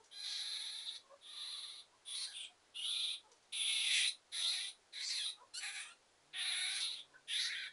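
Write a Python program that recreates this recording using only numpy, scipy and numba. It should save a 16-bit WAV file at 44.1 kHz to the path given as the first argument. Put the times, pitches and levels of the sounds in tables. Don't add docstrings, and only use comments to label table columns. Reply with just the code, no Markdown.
import sys
import numpy as np
from scipy import signal
from scipy.fft import rfft, irfft
from scipy.io import wavfile
from scipy.ndimage import uniform_filter1d
from numba import njit

SR = 44100
rng = np.random.default_rng(int(sys.argv[2]) if len(sys.argv) > 2 else 0)


def generate_wav(signal):
    frames = np.transpose(np.atleast_2d(signal))
    scaled = np.clip(frames, -1, 1) * 32767
    pcm = np.round(scaled).astype(np.int16)
    wavfile.write(sys.argv[1], SR, pcm)


N = 340452
TIME = np.arange(N) / SR


def squeals(flare_hz=550, falsetto_db=-9, rest_mouth_hz=3700, whistle_arch_hz=450, whistle_sag_hz=480):
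    # f/Hz, width/Hz, relative level/dB
    rasp_bands = [(5035, 793, -1.5), (5783, 720, -4.5), (7860, 1510, -6.5)]
    age, cry = latest_cry()
    length_s, attack_s, db, swell_db, arch_db, chest_db, throat_db, rasp_db, whistle_db = cry[:9]
    first_throat_hz, last_throat_hz, deep_hz, whistle_hz, first_hz, last_hz, rough = cry[9:]
    surge_db, throat_surge_db, rasp_surge_db, whistle_surge_db, rasp_tilt = strain()
    along = np.clip(age / length_s, 0, 1)
    pitch_hz, rough = with_clear_notes(glide(first_hz, last_hz, along), rough)
    folds = vocal_folds(pitch_hz, rough)

    throat_hz = glide(first_throat_hz, last_throat_hz, along) * (1 - .011 * throat_surge_db)
    deep_hz = deep_hz * throat_hz / glide(first_throat_hz, last_throat_hz, 0.54)
    mouth_hz = jaw()
    whistle_hz = whistle_hz + 0.95 * (mouth_hz - rest_mouth_hz)
    whistle_hz += whistle_arch_hz * (np.sin(np.pi * along) - .5) - whistle_sag_hz * (along - .5)
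    rasp_db = rasp_db + rasp_surge_db
    spread_hz = flare_hz * np.clip((rasp_db + 9.5) / 7, 0, 1)
    falsetto = undb(falsetto_db * uniform_filter1d(1. * (pitch_hz > 2200), size=400))

    chest = undb(chest_db) * (undb(-3.5) * trembling(folds, 872, 340) + trembling(folds, 1230, 453))
    upper_throat = undb(-1.57) * trembling(folds, throat_hz + 130, 597)
    deep_throat = undb(-6) * trembling(folds, deep_hz, 257)
    throat = undb(throat_db + throat_surge_db) * (upper_throat + deep_throat)
    mouth = trembling(folds, mouth_hz + 0.11 * spread_hz, 700 + spread_hz)
    rasp = np.zeros(N)
    for hz, width, band_db in rasp_bands:
        tilt_db = rasp_tilt * (hz - rasp_bands[0][0]) / 1000
        rasp += undb(rasp_db - 5.5 + band_db + tilt_db) * saturated(folds, hz, width)
    whistle = undb(whistle_db + whistle_surge_db + 0.5) * trembling(folds, whistle_hz + 40, 1830)
    loudness = effort(age, length_s, attack_s, db + surge_db, swell_db, arch_db)
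    return loudness * (chest + mouth + rasp + falsetto * (throat + whistle))


def latest_cry():
    cries = [ (0.112, 0.85, 0.039, -45.5, -8, 3.5, -24.5, -14, -13.5, -10.5, 2010, 2040, 1747, 10350, 792, 907.6, 0.88),
             (1.211, .592, 0.058, -48.5, -3.5, 5.5, -19.5, -15, -17, -13.5, 2400, 2800, 1960, 9990, 1145, 1177, 1.04),
             (2.05, 0.2, .012, -48, 7.5, 2.5, -21.5, -12.5, -11.5, -3, 2338, 2210, 2070, 9530, 1098, 1031, 0.96),
             (2.271, 0.065, .001, -57.5, -3, -6, -15, -9.5, -8.5, -7, 1690, 1720, 1720, 9920, 1600, 1643, .75),
             (2.332, 0.12, 0.0077, -50.5, -2.5, -0.5, -27, -4.5, -20, -9.5, 2800, 2650, 2600, 9250, 1626, 1412, 1.06),
             (2.741, .402, 0.0099, -40.5, 4, 6.5, -28.5, -12.5, -19, -15, 2770, 2512, 2538, 10040, 1309, 1290, 1),
             (3.522, 0.54, 0.0027, -40.5, 7, 2.5, -27.5, -4, -11.5, -8.5, 2740, 2370, 2230, 10050, 862, 823.5, 1.01),
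             (4.073, 0.016, 0.0016, -34.5, -8.5, 0.5, -39, -21, -10, -11.5, 2470, 2480, 2160, 9190, 1326, 1344, 0.74),
             (4.317, 0.38, 0.014, -41, -6, 8, -24.5, -9, -9, -6.5, 1960, 2444, 2000, 9925, 667.8, 772, 1.03),
             (4.922, 0.38, 0.0098, -42.5, 7, 7, -25.5, -9.5, -9, -13, 2148, 2360, 1916, 9700, 1044, 1023, .97),
             (5.536, .052, 0.0035, -49.5, 4, -0.5, -22, -4.5, 1, -4, 2726, 2673, 1657, 9860, 1355, 1482, 0.61),
             (5.597, 0.12, .006, -51, 2, 8.5, -9.5, 3, -3, -1, 2323, 2222, 1770, 10240, 806, 803, .99),
             (5.718, 0.12, 0.0022, -54, 1, 5, -10.5, 3.5, -1.5, -1, 2181, 2240, 1653, 9700, 804, 800, .99),
             (5.852, 0.072, 0.00058, -62, -8.5, 0, -1.5, 1.5, -6, -5.5, 2440, 2700, 1667, 8970, 1241, 1370, .7),
             (6.33, 0.49, 0.012, -41, 0.5, 6.5, -18.5, -4, -17.5, -9, 2460, 2013, 1706, 9956, 746.5, 750, 0.99),
             (6.803, .195, .0003, -45.5, -12.5, -1, -25, -13, -16.5, -17, 2791, 2650, 2260, 9840, 919.4, 958, 0.94),
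             (7.273, .22, 0.011, -40.5, 0, 6, -33, -8, -13, -11, 2261, 1830, 1716, 10210, 900, 947, 0.89),
             (7.491, .19, 0.0028, -48.5, -2.5, 2.5, -46, 2.5, -16.5, -20, 1952, 1871, 1620, 10130, 950, 950, 1.04),
             ]
    rows = np.array(cries)
    latest = np.maximum(np.searchsorted(rows[:, 0], TIME) - 1, 0)
    start, *settings = rows.T[:, latest]
    return TIME - start, settings


def vocal_folds(hz, rough, waver=.024, jitter=.045, trill=.06, doubling=0.64, air=.33):
    wobble = rough * waver * flutter(160.4) + 0.00484 * flutter(42.3)
    tone, tone_phase = pulses(hz * np.exp(wobble), count=8)
    leaps = rough * (jitter * flutter(380) + trill * flutter(65))
    torn, torn_phase = pulses(hz * np.exp(leaps), count=18)
    tone = tone * (1 + doubling * rough * np.cos(tone_phase / 2)) * undb(2.1 * flutter(34))
    torn = torn * (1 + doubling * rough * np.cos(torn_phase / 2))
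    breathy = unit(torn * np.sqrt(hz)) + air * rng.standard_normal(N)
    torn = unit(breathy) * undb(2.07 * flutter(49))
    return np.sqrt(1 - rough ** 2) * 0.56 * unit(tone * np.sqrt(hz)) + rough * torn


def with_clear_notes(hz, rough):
    # t/s, length/s, first pitch/Hz, last pitch/Hz, roughness (0 to 1)
    clear_notes = [(.135, .1, 806.2, 816.1, 0.42), (2.743, .11, 1379, 1490, 0.74),
                   (5.05, 0.039, 2365, 2440, 0.72), (5.187, 0.062, 1726, 1609, .58),
                   (5.252, .1, 1290, 1320, 0.69), (5.795, .055, 1261, 1240, .9), (6.55, .21, 724, 783, .74),
                   (7.561, 0.097, 1635, 1607, 0.85), (7.669, 0.054, 1633, 1927, 0.32)]
    for start, length, first_hz, last_hz, note_rough in clear_notes:
        on = (TIME > start) & (TIME < start + length)
        hz = np.where(on, glide(first_hz, last_hz, (TIME - start) / length), hz)
        rough = np.where(on, note_rough, rough)
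    return hz, np.clip(rough, 0, 1)


def effort(age, length_s, attack_s, db, swell_db, arch_db, onset_db=18.5, release_db_per_s=757):
    centred = np.clip(age / length_s, 0, 1) - .5
    attack = onset_db * np.exp(-np.maximum(age, 0) / attack_s)
    hold = db + swell_db * centred - arch_db * (2 * centred) ** 2
    release = release_db_per_s * np.maximum(age - length_s, 0)
    return uniform_filter1d(undb(hold - attack - release) * (age > 0), size=170)


def strain():
    # t/s, half width/s, level/dB, throat/dB, rasp/dB, whistle/dB, rasp tilt/(dB per kHz)
    surges = [(.33, 0.1, -1, 1.5, 10, -4, -2.2), (.885, 0.024, 5, -11, -8, -13, 2),
              (.965, 0.015, 4.5, -4, 8, -6, -2), (2.22, 0.064, 0, 0, 7, -3, -2),
              (2.455, .015, 3, 1, -2.5, -10, 6.5), (2.89, 0.029, 1.5, -5, -3, 3, -1),
              (3.63, 0.094, 1.5, -1, -6, 4.5, 2), (3.97, 0.06, 0.5, 5, 7, 1, 2),
              (4.46, 0.055, 2, -10.5, -3, -8.5, 0), (4.6, 0.053, -0.5, 4, 2, -3.5, -2),
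              (4.98, 0.041, -1.5, 4, -2, -4, 0.5), (5.075, 0.05, -1.5, 0.5, 10.5, -3, 0),
              (5.27, .04, 3.5, -9, -4.5, 1.5, -3), (5.67, 0.35, 0, 0.5, -5, 0, 4),
              (6.34, 0.037, 0, 3, -6, -9, -2), (6.6, 0.089, -1, -1, 0, 3.5, 3.5),
              (6.77, 0.082, -1.5, -1, 14.5, 5, -1), (6.85, 0.024, 4, 0.5, -7, 3, -1),
              (7.45, 0.054, 0, 3.5, 15, 1.5, -4.5)]
    return sum(np.outer(change, np.exp(-((TIME - peak_s) / width_s) ** 2))
               for peak_s, width_s, *change in surges)


def jaw():
    # t/s, f/Hz
    mouth_paths = [
        [(0.11, 3440), (0.174, 3900), (0.598, 3850), (0.654, 3780), (0.842, 3870), (1.01, 3850)],
        [(1.21, 3600), (1.272, 3450), (1.334, 3820), (1.83, 3830)],
        [(2.052, 3475), (2.3, 4130), (2.33, 3430), (2.432, 3130), (2.48, 3550)],
        [(2.745, 3200), (2.817, 3180), (2.849, 3340), (2.933, 3595), (3.17, 3630)],
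        [(3.524, 3520), (3.88, 3670), (4.024, 3428), (4.072, 3850), (4.11, 3850)],
        [(4.32, 3900), (4.45, 3640), (4.506, 3952), (4.662, 3555), (4.72, 4000)],
        [(4.93, 3920), (5.002, 3737), (5.064, 4505), (5.234, 3695), (5.33, 3780)],
        [(5.537, 3970), (5.577, 4234), (5.607, 3900), (5.825, 3696), (5.871, 3160), (5.93, 3700)],
        [(6.335, 3640), (6.361, 3310), (6.419, 3750), (6.943, 3800), (7.02, 3280)],
        [(7.277, 3292), (7.451, 3993), (7.519, 3970), (7.549, 3540), (7.7, 3890)],
    ]
    return curves([point for squeal in mouth_paths for point in squeal])[0]


def trembling(folds, hz, width, drift=0.018, shake_db=1.14, rate_hz=17):
    ringing = saturated(folds, hz * (1 + drift * flutter(rate_hz)), width)
    return ringing * undb(shake_db * flutter(rate_hz))


def saturated(x, hz, width, hold=0.52):
    ringing = formant(x, hz, width)
    swing = np.sqrt(np.abs(uniform_filter1d(ringing ** 2, size=260)) + 0.0038)
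    return unit(ringing / swing ** hold)


def whimpers(jitter=0.044, air=0.16, width_hz=550):
    # t/s, length/s, first pitch/Hz, last pitch/Hz, resonance/Hz, level/dB
    soft_notes = [(-.04, 0.07, 470, 444, 640, -64.5), (1.024, 0.071, 543, 520, 830, -72),
                  (1.089, 0.068, 540, 584, 736, -59.5), (1.913, 0.055, 475, 558, 1030, -73),
                  (2.49, 0.049, 754, 686, 740, -71.5), (3.231, 0.063, 433, 434, 858, -65.5),
                  (3.268, 0.084, 555, 442, 582, -72), (5.364, 0.054, 405, 457, 1030, -64),
                  (5.398, 0.054, 468, 563, 770, -62.5), (7.101, 0.092, 505.5, 524, 690, -70.5),
                  (7.133, 0.046, 527, 501, 1587, -60)]
    out = np.zeros(N)
    for start, length, first_hz, last_hz, resonance_hz, db in soft_notes:
        on = (TIME > start) & (TIME < start + length)
        along = (TIME[on] - start) / length
        pitch_hz = glide(first_hz, last_hz, along) * (1 + jitter * flutter(170)[on])
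        tone, _ = pulses(pitch_hz, count=3)
        breathy = unit(tone) + air * rng.standard_normal(len(tone))
        out[on] += undb(db) * formant(breathy, resonance_hz, width_hz) * np.sin(np.pi * along)
    return out


def paw_steps(decay_s=0.011, gain_db=-10):
    # t/s, relative level/dB, centre f/Hz
    crunches = [(0.0408, -56, 5170), (0.0596, -60.5, 5600), (3.317, -53.5, 4720), (3.3662, -63, 4830),
                (3.4272, -61, 4210)]
    out = np.zeros(N)
    for start, db, hz in crunches:
        age = np.maximum(TIME - start, 0)
        grit = unit(ring(rng.standard_normal(N), hz, width=3200))
        out += undb(db + gain_db) * grit * np.exp(-age / decay_s) * (age > 0)
    return out


def growl(fall_db_per_harmonic=0.5):
    # t/s, pitch/Hz, level/dB
    growl_path = [(6.15, 136.8, -102), (6.23, 135.8, -82), (6.32, 150, -78), (6.45, 142.8, -84),
                  (6.6, 150.4, -79), (6.85, 146.7, -80.5), (7.1, 143.6, -82.5), (7.35, 136.8, -82.5),
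                  (7.72, 130.9, -81.5)]
    hz, db = curves(growl_path)
    phase = 2 * np.pi * np.cumsum(hz * (1 + 0.021 * flutter(27))) / SR
    drone = sum(undb(-fall_db_per_harmonic * k) * np.sin((k + 1) * phase) for k in range(4))
    return unit(drone) * undb(db + 0.76 * flutter(9.1)) * (TIME > growl_path[0][0])


def yard_echo(x, fade_s=0.17, echo_db=-4.0, gap_s=0.0034):
    age = TIME[:SR // 2]
    tail = rng.standard_normal(len(age)) * undb(-60 * age / fade_s) * (age > gap_s)
    return x + undb(echo_db) * signal.fftconvolve(x, tail / np.linalg.norm(tail))[:N]


def microphone_port(x):
    # f/Hz, width/Hz, gain/dB
    port_bands = [(1440, 100, -2), (3180, 170, 1), (3680, 240, -1.5), (4176, 370, 3), (4260, 340, -4),
                  (4870, 60, 4.5), (5960, 190, 5), (6580, 1230, 4.5), (10070, 60, 4)]
    for hz, width, db in port_bands:
        x = x + (undb(db) - 1) * ring(x, hz, width)
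    return x


def yard_air(hush_db=-71, restless_db=-81.5):
    # f/Hz, relative level/dB
    hush_spectrum = [(25, -1.5), (60, -25), (85, -0.5), (110, -7), (150, -10.5), (250, -4.5), (400, -1),
                     (800, -3.5), (1500, -4), (2800, -7.5), (4000, -6), (6500, -10), (11000, -14.5)]
    hz, db = np.transpose(hush_spectrum)
    bins_hz = np.maximum(np.arange(N // 2 + 1) * SR / N, 1)
    colour = undb(np.interp(np.log(bins_hz), np.log(hz), db))
    hush = irfft(rfft(rng.standard_normal(N)) * colour, N)
    restless = formant(rng.standard_normal(N), 690, 650) * undb(restless_db + 0.95 * flutter(1.2))
    return unit(hush) * undb(hush_db + 0.17 * flutter(27)) + restless


def pulses(hz, count):
    phase = 2 * np.pi * np.cumsum(hz) / SR
    return sum(np.cos(k * phase) * (k * hz < SR / 3) for k in range(1, count + 1)), phase


def formant(x, hz, width, split=0.39):
    for step in (-1, 0, 1):
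        x = ring(x, hz + step * split * width, width * (1 - abs(step) * 0.057))
    return unit(x)


def ring(x, hz, width):
    return moving_bandpass(x, hz + np.zeros(len(x)), width + np.zeros(len(x)))


@njit
def moving_bandpass(x, hz, width):
    out, band_state, low_state = np.empty(len(x)), 0., 0.
    for i in range(len(x)):
        tuning, damping = np.tan(np.pi * hz[i] / SR), width[i] / hz[i]
        band = (band_state + tuning * (x[i] + 1e-18 - low_state)) / (1 + tuning * (tuning + damping))
        band_state = 2 * band - band_state
        low_state += 2 * tuning * band
        out[i] = damping * band
    return out


def flutter(rate_hz):
    lowpass = signal.butter(2, min(rate_hz, 8000), fs=SR, output="sos")
    return unit(signal.sosfilt(lowpass, rng.standard_normal(N)))


def curves(rows):
    times, *columns = np.transpose(rows)
    return [np.interp(TIME, times, column) for column in columns]


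def glide(first, last, along):
    return first + (last - first) * along


def undb(db):
    return 10 ** (np.asarray(db) / 20)


def unit(x):
    return x / np.sqrt(np.mean(x ** 2))


def scene():
    animals = yard_echo(squeals() + whimpers() + paw_steps()) + growl()
    return np.tile(microphone_port(animals) + yard_air(), (2, 1))


def record(dry, top_hz=10950):
    return signal.sosfilt(signal.ellip(12, .2, 70, top_hz, fs=SR, output="sos"), dry)


dry = scene()
out = record(dry)
generate_wav(out)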